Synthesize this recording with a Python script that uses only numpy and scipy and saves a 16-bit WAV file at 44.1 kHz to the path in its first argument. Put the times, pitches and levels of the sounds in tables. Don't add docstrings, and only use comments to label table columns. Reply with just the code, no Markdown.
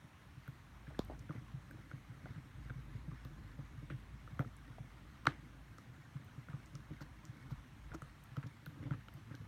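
import sys
import numpy as np
from scipy import signal
from scipy.fft import rfft, irfft
from scipy.io import wavfile
from scipy.ndimage import uniform_filter1d

SR = 44100
rng = np.random.default_rng(int(sys.argv[2]) if len(sys.argv) > 2 else 0)


def pcm_store(signal):
    levels = np.round(np.clip(np.atleast_2d(signal), -1, 1) * 32767)
    wavfile.write(sys.argv[1], SR, levels.astype(np.int16).T)


def boost(x):
    u = np.asarray(x, float) / 20
    return 10 ** u


N = 417627

# (t/s, pressure on the floor/dB)
GNAWING = [(0.0, -85), (0.79, -67), (1.25, -56), (1.63, -59.5), (2.3, -59.5), (3.19, -58.5), (3.8, -59),
           (4.03, -61), (5.55, -62.5), (5.9, -63.5), (6.94, -57.5), (7.1, -62), (7.38, -58), (8.3, -72),
           (8.74, -59.5), (8.86, -46), (9.02, -63.5), (9.47, -56)]
# (multiple of the pitch, level/dB, t60 before the grip factor/s)
STICK_MODES = [(1, 8, 0.0075), (1.5, -15, 0.016), (.72, -35, 0.031), (2.37, 13, 0.0076),
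               (3.1, -3.5, 0.0066), (4.15, 0.5, 0.0063), (5.7, 7, 0.0028)]
STICK_RISE_S = 0.001


def evened(x):
    return x / np.sqrt(np.mean(x ** 2) + 1e-20)


def read(points, hz):
    f, value = np.transpose(points)
    return np.interp(np.log(hz + 1), np.log(f + 1), value)


def curve(rows, axis):
    rows = np.array(rows)
    return np.interp(np.arange(N) / SR, rows[:, 0], rows[:, axis])


def add(mix, s, sound):
    part = mix[round(s * SR):][:len(sound)]
    part += sound[:len(part)]


def ring(modes, hz, rise, upper_db, order, longer=0.67, size=9000):
    t = np.arange(size) / SR
    parts = []
    for number, (multiple, db, t60) in enumerate(modes):
        lift_db = upper_db if number >= order else 0
        grip = longer if number == 0 else longer ** 0.36
        fade = boost(db + lift_db - 60 * t / (t60 * grip))
        swell = (1 - np.exp(-t * multiple / rise)) ** 2
        parts.append(fade * swell * np.sin(2 * np.pi * min(multiple * hz, 16000) * t))
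    return sum(parts) / abs(parts[0]).max()


def scatter(per_s, spread_db, shapes):
    strikes = rng.random(N) < per_s / SR
    size = boost(spread_db * np.minimum(rng.exponential(1, N), 4)) * strikes
    which = rng.integers(0, len(shapes), N)
    trains = [signal.oaconvolve(size * (which == k), shape)[:N] for k, shape in enumerate(shapes)]
    return evened(sum(trains))


def knocks():
    # (t/s, peak level of the first mode/dB, pitch f/Hz)
    teeth = [(0.4777, -47, 1430), (0.8682, -53, 1650), (0.9467, -52.5, 1690), (1.134, -53, 810),
             (1.293, -47, 1430), (1.3067, -42, 1220), (1.71, -48, 1570), (1.9135, -43, 1440),
             (2.2566, -47.5, 1460), (2.6973, -44.5, 1520), (2.7029, -43.5, 1450), (3.115, -52.5, 1130),
             (3.25, -55.5, 1180), (3.9012, -42, 1440), (4.2758, -47.5, 1300), (4.3927, -31.5, 1360),
             (4.404, -43, 1410), (4.4466, -50, 1280), (5.255, -35.5, 1230), (5.2702, -13, 1370),
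             (5.291, -47, 1670), (5.7834, -49, 1270), (6.4854, -47, 1410), (6.7544, -52, 1280),
             (7.007, -48.5, 1420), (7.9174, -46, 1460), (7.9469, -43.5, 1330), (8.0196, -42.5, 1300),
             (8.3675, -43, 1304), (8.664, -44, 1470), (8.9084, -40, 1380), (8.9358, -48, 1280),
             (9.0835, -48, 1370), (9.343, -51, 1570)]
    # (multiple of the pitch, level/dB, t60 before the grip factor/s)
    flex_modes = [(1, -3, 0.071), (1.55, 11.5, 0.0095)]
    flex = ring(flex_modes, 315.5, 0.0025, 0, order=0, size=3500)
    out = np.zeros(N)
    for s, db, hz in teeth:
        strength_db = db + 45
        longer = 1.44 * boost(-0.22 * strength_db)
        flex_db = -12 - 0.3 * strength_db
        body = ring(STICK_MODES, hz, STICK_RISE_S * longer, -32, order=3, longer=longer, size=3500)
        add(out, s, boost(db) * (body + boost(flex_db) * flex))
    return out + scrape()


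def scrape():
    grits_per_s, rubs_hz = 900, 9
    shapes = [ring(STICK_MODES, hz, STICK_RISE_S, -10, order=3, longer=5.6, size=3500)
              for hz in np.geomspace(1050, 2200, num=10)]
    slow = signal.butter(2, rubs_hz, fs=SR, output="sos")
    rubs = evened(signal.sosfilt(slow, rng.standard_normal(N)))
    uneven = boost(1.7 * rubs)
    pressure_db = curve(GNAWING, axis=1)
    level_db = -71 + 0.18 * (pressure_db - pressure_db.mean())
    return boost(level_db) * evened(uneven * scatter(grits_per_s, 4, shapes))


def crunches():
    # (t/s, length/s, base level of the grains/dB, middle pitch f/Hz)
    runs = [(0.458, 0.03, -66, 1400), (0.864, 0.15, -70, 1480), (0.902, 0.024, -57, 590),
            (0.985, 0.038, -55.5, 890), (1.098, 0.032, -51, 520), (1.307, 0.073, -63, 850),
            (1.345, 0.041, -64.5, 1610), (2.256, 0.021, -56.5, 624), (2.284, 0.033, -65.5, 1500),
            (2.344, 0.048, -66.5, 1550), (3.898, 0.041, -57.5, 1740), (4.402, 0.021, -56, 1220),
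            (4.403, 0.032, -50.5, 595), (4.782, 0.0082, -55.5, 764), (3.11, 0.037, -73, 1020),
            (3.583, 0.041, -64.5, 790), (5.265, 0.0089, -43, 1420), (5.28, 0.045, -53.5, 1590),
            (5.309, 0.059, -62, 1670), (6.497, 0.076, -61.5, 1210), (7.015, 0.014, -54, 910),
            (7.503, 0.03, -61.5, 1150), (7.922, 0.03, -60, 1170), (7.936, 0.028, -55, 860),
            (8.358, 0.054, -60, 1140), (8.427, .025, -58.5, 1450), (8.771, 0.029, -70, 1650),
            (8.822, 0.049, -64, 1630), (8.864, 0.019, -59, 735), (8.917, .04, -58, 1290),
            (9.303, 0.053, -64, 1400)]
    fibres_per_s = 740
    out = np.zeros(N)
    draws = rng.random((len(runs), 80, 4))
    for (s, length, db, hz), draw in zip(runs, draws):
        for when, size, pitch, side in draw[:round(length * fibres_per_s) + 2]:
            grain_hz = hz * 1.9 ** (pitch - 0.5)
            grain = ring(STICK_MODES, grain_hz, STICK_RISE_S, -30.5, order=3, size=700)
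            grain_db = db + 9.0 * size - 9.5 * when
            add(out, s + when * length, np.sign(side - 0.5) * boost(grain_db) * grain)
    return out


def ticks():
    # (t/s, peak level/dB, centre f/Hz, peak level of the top edge/dB, half length of the swell/s)
    snaps = [(.4787, -59, 9500, -55, .001), (0.992, -34, 4200, -46, 0.00066),
             (1.0489, -55, 9050, -53, 0.001), (1.1934, -53.5, 6060, -67, 0.0031),
             (1.7104, -56.5, 9800, -54, .0008), (3.2499, -51.5, 4050, -57, 0.0015),
             (4.394, -55, 5750, -54, .0007), (4.406, -62, 6000, -54, .0008),
             (4.5674, -50, 9400, -55, 0.0013), (5.255, -46, 3600, -54, 0.00075),
             (5.269, -26.5, 3900, -58, 0.00095), (5.2703, -41, 6000, -52, 0.00084),
             (5.295, -53, 3570, -76, 0.011), (5.7834, -51.5, 5600, -70, 0.0012),
             (6.2466, -60, 9500, -55, .001), (6.66, -55, 6540, -66, 0.0011),
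             (6.7534, -44.5, 5100, -68, 0.0012), (7.018, -53.5, 4800, -63, 0.01),
             (7.2528, -47.5, 6000, -58, .001), (7.512, -59, 4500, -66, .012),
             (7.947, -51.5, 5960, -59, 0.0069), (8.0209, -50, 8300, -54, 0.00064),
             (8.239, -60, 9000, -55, 0.0025), (8.3683, -51.5, 3830, -60, 0.0016),
             (8.47, -56, 4450, -67, .005), (8.6614, -46, 3500, -50, 0.00082), (9.085, -48, 3180, -68, .001),
             (9.1394, -59, 9500, -55, .001), (9.3516, -47.5, 4200, -61, 0.0012)]
    lead = 0.02
    out = np.zeros(N)
    t = np.arange(4096) / SR - lead
    f = np.fft.rfftfreq(4096, 1 / SR)
    noise = rng.standard_normal((len(snaps), 4096))
    spray = boost(-60 * abs(t) / 0.24) * (1 - np.exp(-np.maximum(t, 0) / 0.00047))
    edge = 1 / (1 + (11000 / (f + 1)) ** 8) / (1 + (f / 15000) ** 24)
    for (s, db, hz, top_db, length), air in zip(snaps, noise):
        strength_db = max(db, top_db) + 62
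        spray_db = -15.5 - 0.34 * strength_db
        swell = np.exp(-(t / length) ** 2)
        burst = rfft(air * (swell + boost(spray_db) * spray))
        ratio = f / hz
        resonance = 1 / (1 - ratio ** 2 + 0.4j * ratio) ** 1.26
        cavity = resonance * ratio ** 2 / (1 + ratio ** 2)
        body, top = irfft(burst * cavity), irfft(burst * edge)
        add(out, s - lead, boost(db) * body / abs(body).max() + boost(top_db) * top / abs(top).max())
    return out


def smacks():
    # (t/s, level before the swell/dB, sweep/turns, delay/s, fade/s)
    tongue = [(.9924, -25, .8, .0005, .0048)]
    out, t = np.zeros(N), np.arange(1500) / SR
    for s, db, sweep, delay, fade in tongue:
        swell = (1 - np.exp(-t / 0.0003)) ** 2 / (1 + (t / fade) ** 4)
        tone = np.sin(2 * np.pi * sweep * np.log(1 + t / delay))
        add(out, s, -boost(db) * swell * tone)
    return out


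def thuds():
    # (t/s, peak level of the first mode/dB, pitch f/Hz, lift of the upper modes/dB)
    bites = [(0.044, -49.5, 129, -26), (0.372, -46.5, 134, -17), (0.484, -40, 133, -16),
             (0.879, -43, 137, -9.5), (1.135, -48.5, 148, -8), (1.203, -43, 114, -36),
             (1.297, -37.5, 148.6, -5.5), (1.351, -40.5, 118.6, -5.5), (1.378, -41, 124, -20),
             (1.541, -37, 135, -40), (1.571, -45, 131, -40), (1.746, -44.5, 115, -10),
             (1.788, -45, 142, -14), (1.935, -39, 134, -13), (2.096, -43, 120.6, -33),
             (2.238, -44.5, 135.5, -10.5), (2.303, -42, 112, -12.5), (2.359, -43.5, 148, -24),
             (2.377, -42.5, 137, -12), (2.547, -51, 116, -33), (2.579, -45, 125, -30),
             (2.655, -48, 124, -14), (2.704, -40.5, 122.5, -12.5), (2.758, -41, 135, -25),
             (2.782, -44, 133, -17), (2.872, -51.5, 128, -16), (2.95, -38.5, 110, -12),
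             (3.08, -39, 154, -16), (3.121, -41, 126, -11.5), (3.253, -43, 128.3, -8),
             (3.589, -39, 134, -11), (3.776, -41.5, 127, -40), (3.828, -41, 136, -11),
             (3.905, -46.5, 153, 0), (3.919, -41, 144, -7.5), (3.94, -38, 127.5, -23),
             (4.328, -43.5, 137, -26), (4.396, -28.5, 134.4, -8), (4.459, -42.5, 114, -5.5),
             (4.702, -43.5, 123.6, -13), (4.802, -40.5, 135.5, -17), (5.272, -32, 135.6, -12),
             (5.895, -48.5, 121.6, -7.5), (6.156, -36.5, 133, -32), (6.378, -41.5, 136, -13),
             (6.493, -40.5, 141, -38), (6.538, -36, 134, -16.5), (6.749, -44.5, 148, -9),
             (6.908, -41, 147, -6), (7.012, -44, 139.5, -4), (7.292, -42, 123, -34),
             (7.517, -35.5, 132, -17), (7.914, -45.5, 129, -11), (7.946, -47.5, 154, 6.5),
             (8.023, -43, 135, -19), (8.375, -33, 135, -11), (8.317, -48, 127, -13),
             (8.439, -43, 117.6, -6), (8.459, -40, 136, -9.5), (8.674, -41, 145, -39),
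             (8.767, -59, 130, -1), (8.81, -43.5, 105, -7), (8.829, -46.5, 140, 0), (8.854, -51, 128, -12),
             (8.871, -45, 126.6, -17), (8.911, -30, 140, -11.5), (8.942, -39.5, 130, -8.5),
             (8.979, -49, 118.5, -8), (9.147, -44, 128, -27), (9.311, -41, 139.5, -8),
             (9.342, -43, 133.6, -8.5), (9.4, -42.5, 128, -29)]
    # (multiple of the pitch, level before the lift/dB, t60 before the grip factor/s)
    boards = [(1, 9.5, 0.12), (2.1, 2, 0.11), (2.6, -0.5, 0.042), (3.9, -3.5, 0.041)]
    lead = 0.003
    nudges_per_s = 60
    out = np.zeros(N)
    for s, db, hz, upper_db in bites:
        add(out, s - lead, boost(db) * ring(boards, hz, 0.0059, upper_db, order=1, longer=0.57))
    shapes = [ring(boards, hz, 0.02, -7.5, order=1) for hz in np.geomspace(100, 150, num=8)]
    return out + boost(curve(GNAWING, axis=1)) * scatter(nudges_per_s, 2.5, shapes)


def room(x):
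    # (f/Hz, t60/s)
    decay = [(200, 0.41), (1000, 0.13), (3000, 0.1), (10000, 0.0057)]
    taps = np.zeros(SR // 2)
    at = np.arange(300, SR // 2 - 20, 20)
    taps[at + rng.integers(0, 20, len(at))] = rng.choice([-1., 1.], len(at))
    hz, t, z = signal.stft(taps, SR, nperseg=256)
    fade = boost(-60 * t / read(decay, hz)[:, None])
    tail = signal.istft(z * fade, SR, nperseg=256)[1]
    return signal.oaconvolve(x, tail / np.linalg.norm(tail))[:N]


def rumble():
    # (t/s, level/dB)
    swells = [(0.0, -101), (0.02, -80), (1.13, -49.5), (1.37, -76), (1.4, -60.5), (2.48, -63.5),
              (2.61, -52.5), (5.72, -61), (5.8, -75.5), (7.15, -56.5), (7.28, -74), (7.57, -50),
              (7.67, -75), (7.86, -51), (8.17, -66), (8.73, -81), (8.86, -57), (9.47, -76)]
    centre_hz, width_hz = 53.4, 15
    r = np.exp(-np.pi * width_hz / SR)
    turn = np.exp(2j * np.pi * centre_hz * np.arange(N) / SR)
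    z = rng.standard_normal(N) + 1j * rng.standard_normal(N)
    for _ in range(2):
        z = signal.lfilter([1 - r], [1, -r], z)
    z /= abs(z) ** 0.99
    return boost(curve(swells, axis=1)) * evened((z * turn).real)


def hiss():
    # (f/Hz, relative density level/dB)
    colour = [(35, -46), (60, 5), (129, 0), (299, -11), (435, -21), (874, -16), (1760, -18.5),
              (4900, -30.5), (5770, -31.5), (10600, -38), (13700, -40.5), (15700, -43.5)]
    frames, hz = N // 256 + 5, np.fft.rfftfreq(1024, 1 / SR)
    a, b, patches = rng.standard_normal((frames, 513, 3)).T
    patches = uniform_filter1d(patches, size=14, axis=0)
    patches = evened(uniform_filter1d(patches, size=14, axis=1))
    z = (a + 1j * b) * boost(read(colour, hz)[:, None] + 1.36 * patches)
    return boost(-60) * evened(signal.istft(z, nperseg=1024, noverlap=768)[1][:N])


def scene():
    mouths = knocks() + crunches() + ticks()
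    echoes = boost(-22) * room(mouths)
    return (mouths + echoes + smacks() + thuds() + rumble() + hiss())[None]


def top_cut(x):
    return signal.sosfilt(signal.butter(12, 16350, fs=SR, output="sos"), x)


def record(dry):
    # (centre f/Hz, width/Hz, level/dB)
    dips = [(4840, 480, -4), (7500, 810, -2.5), (10520, 420, -4)]
    f = np.fft.rfftfreq(4096, 1 / SR)
    port = boost(sum(db * np.exp(-((f - hz) / width) ** 2) for hz, width, db in dips))
    heard = signal.oaconvolve(dry, np.fft.fftshift(irfft(port))[None], "same")
    low_cut = signal.butter(4, 45, "high", fs=SR, output="sos")
    return top_cut(signal.sosfilt(low_cut, heard))


dry = scene()
out = record(dry)
pcm_store(out)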